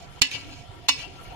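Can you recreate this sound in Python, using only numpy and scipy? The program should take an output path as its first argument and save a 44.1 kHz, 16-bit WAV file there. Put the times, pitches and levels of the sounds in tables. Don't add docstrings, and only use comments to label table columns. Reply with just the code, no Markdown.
import sys
import numpy as np
from scipy import signal
from scipy.fft import rfft, irfft
from scipy.io import wavfile
from scipy.ndimage import uniform_filter1d, minimum_filter1d

SR = 44100
rng = np.random.default_rng(int(sys.argv[2]) if len(sys.argv) > 2 else 0)


def boost_factor(decibels):
    exponent = np.asarray(decibels, float) / 20
    return 10 ** exponent


def to_wav(sig):
    pcm = np.clip(np.atleast_2d(sig), -1, 1) * 32767
    pcm = np.round(pcm).astype(np.int16)
    wavfile.write(sys.argv[1], SR, pcm.T)


N = 59535
SIDES = np.array([[1], [-1]])


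def rms_one(x):
    return x / np.sqrt(np.mean(x ** 2) + 1e-20)


def at_hz(points, hz):
    p = np.array(points)
    return np.interp(np.log(hz), np.log(p[:, 0] + 1), p[:, 1])


def highpass(x, order, hz):
    return signal.sosfilt(signal.butter(order, hz, "high", fs=SR, output="sos"), x)


def pan(x, db, lag_s=0):
    n = np.arange(N)
    left = np.interp(n - lag_s * SR, n, x)
    return np.array([left * boost_factor(db / 2), x * boost_factor(-db / 2)])


def drift(rate):
    r = np.exp(-80 * np.pi * rate / SR)
    slow = signal.lfilter([1], [1, -2 * r, r * r], rng.standard_normal(N // 40 + 2002))[2000:]
    return np.interp(np.arange(N) / 40, np.arange(len(slow)), rms_one(slow))


def ring(clicks, hz, t60):
    r = boost_factor(-60 / (max(t60, .005) * SR))
    w = 2 * np.pi * hz / SR
    return signal.lfilter([0, np.sin(w)], [1, -2 * r * np.cos(w), r * r], clicks + 1e-18)


def grains(per_s, spread):
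    size = boost_factor(spread * np.minimum(rng.exponential(1, N), 4)) * rng.choice([-1, 1], N)
    return rms_one(size * (rng.random(N) < per_s / SR))


def bands(sources, spectrum, shape):
    edges = 25 * 2 ** np.arange(0, 9.6, .5)
    out = 0
    for k, (low, high) in enumerate(zip(edges, edges[1:])):
        hz = np.sqrt(low * high)
        bandpass = signal.butter(2, [low, high], "band", fs=SR, output="sos")
        band = signal.sosfilt(bandpass, sources[k % 2])
        out = out + boost_factor(at_hz(spectrum, hz)) * shape(band, hz)
    return out


def unchanged(band, hz):
    return band


def forest(x, depth_db):
    spacing_hz = 75
    hz = np.arange(N // 2 + 1) * SR / N
    knots = rng.standard_normal(1000)
    peaks_db = depth_db * np.interp(hz / spacing_hz, np.arange(len(knots)), knots)
    return rms_one(irfft(rfft(x) * boost_factor(peaks_db), N))


# (frequency [Hz], density [dB per Hz])
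HUM_SPECTRUM = [(15, -42), (25, 3), (75, -2), (193, -0.5), (246, -15), (665, -9), (761, -10), (3080, -22.5),
                (15500, -44.5)]
# (frequency [Hz], likeness [0-1])
HUM_COHERENCE = [(60, 0.063), (240, 0.74), (950, 0.21), (3770, 0.025), (15000, 0.0)]
# (frequency [Hz], left-right [dB])
HUM_BALANCE = [(60, -6), (240, -5), (950, 0.5), (3770, 9), (15000, -1)]


def kitchen_hum():
    level_db, patchy_db = -45.5, 3
    together = drift(5.5)

    def shape(band, hz):
        alike = at_hz(HUM_COHERENCE, hz)
        pair = np.sqrt(1 + alike) * band[0] + np.sqrt(1 - alike) * band[1] * SIDES
        wander_db = patchy_db * (0.74 * together + drift(13.0))
        return pair * boost_factor(wander_db + at_hz(HUM_BALANCE, hz) * SIDES / 2)

    noise = forest(rng.standard_normal((2, 2, N)), 5.5)
    return boost_factor(level_db) * rms_one(bands(noise, HUM_SPECTRUM, shape))


# (frequency [Hz], bandwidth [Hz], level [dB])
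HOLLOWS = [(90.2, 12, -55.5), (139.3, 20.5, -56.5), (276, 22.5, -60.5), (367.5, 34, -60.5),
           (704, 22, -58.5), (3160, 600, -63)]


def hollow_rings():
    out = 0
    for hz, width_hz, db in HOLLOWS:
        mid, side = rms_one(ring(rng.standard_normal((2, N)), hz, 1.34 / width_hz))
        swell = boost_factor(db + 4.07 * drift(6.9))
        lean = boost_factor(at_hz(HUM_BALANCE, hz) * SIDES / 2)
        out = out + swell * (mid + 0.65 * side * SIDES) * lean
    return out


# (time [s], level [dB], left-right [dB])
SLIDE_PRESSURE = [(0, -63.5, -10), (.1, -69.5, 3), (.29, -63.5, -10), (0.309, -55, -19), (0.312, -39.5, 2),
                  (0.326, -40.5, 3), (0.35, -40.5, 23), (0.371, -49.5, 13), (.47, -58.5, 4.5),
                  (.52, -56.5, 9), (0.602, -60, 2), (0.692, -74.5, -5), (0.932, -62, 10),
                  (1.003, -43.5, 12.5), (1.068, -61, 19.5), (1.134, -64, 5.5), (1.25, -63, 14.5),
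                  (1.35, -64.5, 12)]


def slide_pressure():
    s, db, lr = np.transpose(SLIDE_PRESSURE)
    t = np.arange(N) / SR
    press = boost_factor(np.interp(t, s, db) + 1.04 * drift(46))
    return press, boost_factor(np.interp(t, s, lr) / 2)


# (frequency [Hz], first knock [dB], second knock [dB], slide [dB], t60 [s], left-right [dB])
LADLE_MODES = [(1980, -6, -10, -10.5, 0.14, -19), (2286, -30, 4, -1.5, 0.13, -8),
               (2410, -14, -3, -14, 0.24, -5), (2560, -20, -7, -5, 0.11, -4),
               (2586, -18, 7.5, -13, 0.17, -1), (2717, 5.5, 13.5, -2.5, 0.13, 13),
               (2910, -21, -32, -3.5, 0.05, 13), (2784, -21, 5.5, -8.5, 0.042, 21),
               (2885, -18, 14.5, -3.5, 0.086, 20.5), (2938, -8, -8.5, -27, 0.14, -43),
               (3186, 2, -28, -8.5, 0.12, 6), (3235, 2, -36, -5, 0.05, -17.5),
               (3530, 4, -24, -32, 0.018, -2), (3655, 10, 18, 1.5, 0.044, -11)]
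# (frequency [Hz], first knock [dB], second knock [dB], slide [dB], t60 [s], left-right [dB])
POT_MODES = [(269.2, -3, -5.5, -11.5, 0.22, -5), (1028, -50, 4.5, -19, 0.017, 31),
             (1132, -39, 9, -50, 0.059, 9), (1654, 10, -38, -16, 0.025, -0.5),
             (4184, -1, -30, 1, 0.057, -6.5), (4270, -10, 7, -22, 0.09, -24),
             (4440, -2, -6, -12.5, 0.095, -20), (4690, -14, -21, 0, 0.099, -5),
             (5024, 2, 3.5, -8, 0.02, -40), (5280, -28, -2, -9, 0.086, 4), (5495, 2, 1, -6, 0.027, -31),
             (6000, -21, -15, -5, 0.018, -10), (6600, -26, 4, -9.5, 0.019, -34.5),
             (6988, 3, -22, -12, 0.014, -45.5)]


def sliding_ladle(slide, side):
    out = np.zeros((2, N))
    for hz, _, _, slide_db, t60, lr_db in [*LADLE_MODES, *POT_MODES]:
        mode = ring(slide, hz, t60 * 1.12) * boost_factor(slide_db - 26)
        out += pan(mode, lr_db, rng.uniform(0, 1) / hz) * [side, 1 / side]
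    return out


# (frequency [Hz], density [dB per Hz])
CONTACT_SPECTRUM = [(450, -45), (750, -11), (1370, -13), (2610, 4), (3330, -0.5), (4310, 2), (6540, -15.5),
                    (7030, -14.5), (15500, -51)]


def rub(press):
    scrape = press * forest(np.array([grains(5000, spread=1.1), grains(8000, spread=2.5)]), 9)
    return boost_factor(16) * bands([scrape, scrape], CONTACT_SPECTRUM, unchanged)


def chatter(contacts, lag_s):
    fall_s, rise_s = 0.0014, 0.00023
    t = np.arange(N) / SR
    rattle = grains(6000, spread=4.62)
    out = 0
    for s, db, lr_db in contacts:
        click = 1.16 * np.maximum(1 - np.abs(t - s) * SR, 0)
        envelope = np.exp(-np.maximum(t - s, 0) / fall_s - np.maximum(s - t, 0) / rise_s)
        out = out + pan(boost_factor(db) * (click + rattle * envelope), lr_db, lag_s)
    return out


# (time [s], level [dB], left-right [dB])
FIRST_CONTACTS = [
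    (0.2132, -25.5, 17),
    (0.2153, -10, -7),
    (0.2183, 0.5, -8.5),
    (0.221, 1, 17),
    (0.2239, -5.5, -6),
    (0.229, -11.5, 33),
    (0.239, -34, 14),
    (0.3137, -19.5, 0.5),
]
# (time [s], level [dB], left-right [dB])
SECOND_CONTACTS = [
    (.8830, -25.5, 17),
    (0.8859, -12, -12),
    (0.8879, -13, -11.5),
    (.8900, -3, -1),
    (0.8912, 5, 5),
    (0.8967, -7.5, -10),
    (0.904, -15, 1),
    (0.911, -44, -11),
]
FIRST_LAG_S, SECOND_LAG_S = 0.000496, -.0001


def knock_contacts():
    return [chatter(FIRST_CONTACTS, FIRST_LAG_S), chatter(SECOND_CONTACTS, SECOND_LAG_S)]


def ringing(full, blows, knock_levels):
    rice_db_per_s = 500
    t = np.arange(N) / SR
    gains = [boost_factor(db - rice_db_per_s * np.clip(t - s, 0, .03)) for db, _, s in knock_levels]
    out = np.zeros((2, N))
    for hz, first_db, second_db, _, t60, lr_db in [*LADLE_MODES, *POT_MODES]:
        drives = blows if hz > 850 else full
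        for drive, mode_db, gain in zip(drives, (first_db, second_db), gains):
            out += ring(drive, hz, t60) * gain * boost_factor(mode_db - 15.0 + lr_db * SIDES / 2)
    return out


def crack(blow, white, spectrum, start_s):
    since = np.arange(N) / SR - start_s

    def tail(band, hz):
        t60 = 0.19 + 0.019 * 1000 / (hz + 1000)
        return band * (since > 0) * boost_factor(-17 - 60 * np.abs(since) / t60)

    return bands([blow, blow], spectrum, unchanged) + bands(white, spectrum, tail)


# (ring level [dB], crack level [dB], onset of rice damping [s])
KNOCK_LEVELS = [
    (-25, -11, 0.268),
    (-26, -10, 0.96),
]
# (frequency [Hz], density [dB per Hz])
SECOND_SPECTRUM = [(240, -38), (680, -33), (1050, -2), (2150, -24), (2880, -0.5), (5150, -0.5),
                   (5640, -8.5), (6280, -17), (15500, -34)]


def knocks(full):
    blows = highpass(full, 3, 850)
    out = ringing(full, blows, KNOCK_LEVELS)
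    white = forest(rng.standard_normal((2, 2, N)), 9)
    spectra = (CONTACT_SPECTRUM, SECOND_SPECTRUM)
    starts = (FIRST_CONTACTS[-5][0], SECOND_CONTACTS[-5][0])
    for blow, (_, crack_db, _), spectrum, start_s in zip(blows, KNOCK_LEVELS, spectra, starts):
        out += boost_factor(crack_db + 21.5) * crack(blow, white, spectrum, start_s)
    return out


def walls(x):
    echo_t60_s, cut_hz = 0.18, 17000
    out, w = np.zeros((2, N)), np.arange(N + 1) * np.pi / N
    dull = 1 / (1 + 1j * w * SR / (2 * np.pi * cut_hz))
    for k, lag in enumerate(rng.uniform(.008, .035, 12)):
        loop = boost_factor(-60 * lag / echo_t60_s) * dull * np.exp(-1j * w * lag * SR)
        echoes = irfft(rfft(x[k % 2], 2 * N) * loop / (1 - loop))[:N]
        out[k % 2] += echoes * (-1) ** (k // 2)
    return out


def thump():
    jolt = (np.arange(N) == int(FIRST_CONTACTS[1][0] * SR)) * 1.0
    return pan(ring(jolt, 82, 0.0099) * boost_factor(-5), -24)


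# (time [s], frequency [Hz], level [dB], contact [s], t60 [s], left-right [dB])
SLAP = (.8912, 2860, 8, .002, .02, 5)


def bowl_slap():
    s, hz, db, contact_s, t60, lr_db = SLAP
    since = np.maximum(np.arange(N) / SR - s, 0)
    build = 1 - np.exp(-(since / contact_s) ** 2)
    slap = build * boost_factor(db - 60 * since / t60) * np.sin(2 * np.pi * hz * since)
    return pan(slap, lr_db, SECOND_LAG_S)


# (time [s], frequency [Hz], level [dB], rise [s])
SCRAPE_TONE = (1.325, 925, -42, .02)


def scrape_onset():
    s, hz, db, rise_s = SCRAPE_TONE
    t = np.arange(N) / SR
    tone = np.clip((t - s) / rise_s, 0, 1) * np.sin(2 * np.pi * hz * t)
    return pan(tone * boost_factor(db), 0)


def scene():
    press, side = slide_pressure()
    slide = press * grains(3700, spread=4.24)
    contacts = knock_contacts()
    metal = sliding_ladle(slide, side) + knocks(contacts) + rub(press)
    near = highpass(metal, 4, 200)
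    echoes = boost_factor(-22) * walls(near)
    return near + echoes + thump() + bowl_slap() + scrape_onset() + kitchen_hum() + hollow_rings()


def roll_off(x):
    return signal.sosfilt(signal.butter(12, 15630, fs=SR, output="sos"), x)


def record(dry):
    limit_db, share, ahead_s, release_db_per_s = -23, 0.34, 0.015, 276
    ahead = int(ahead_s * SR)
    ramp = release_db_per_s * np.arange(N) / SR
    level_db = 10 * np.log10(uniform_filter1d(np.max(dry ** 2, axis=0), size=88) + 1e-12)
    peak_db = -minimum_filter1d(-level_db, 2 * ahead + 1)
    held_db = np.maximum.accumulate(peak_db + ramp) - ramp
    cut_db = uniform_filter1d(share * np.maximum(held_db - limit_db, 0), size=66)
    mix = np.tanh(dry * boost_factor(-cut_db) / 1.041)
    return roll_off(mix)


dry = scene()
out = record(dry)
to_wav(out)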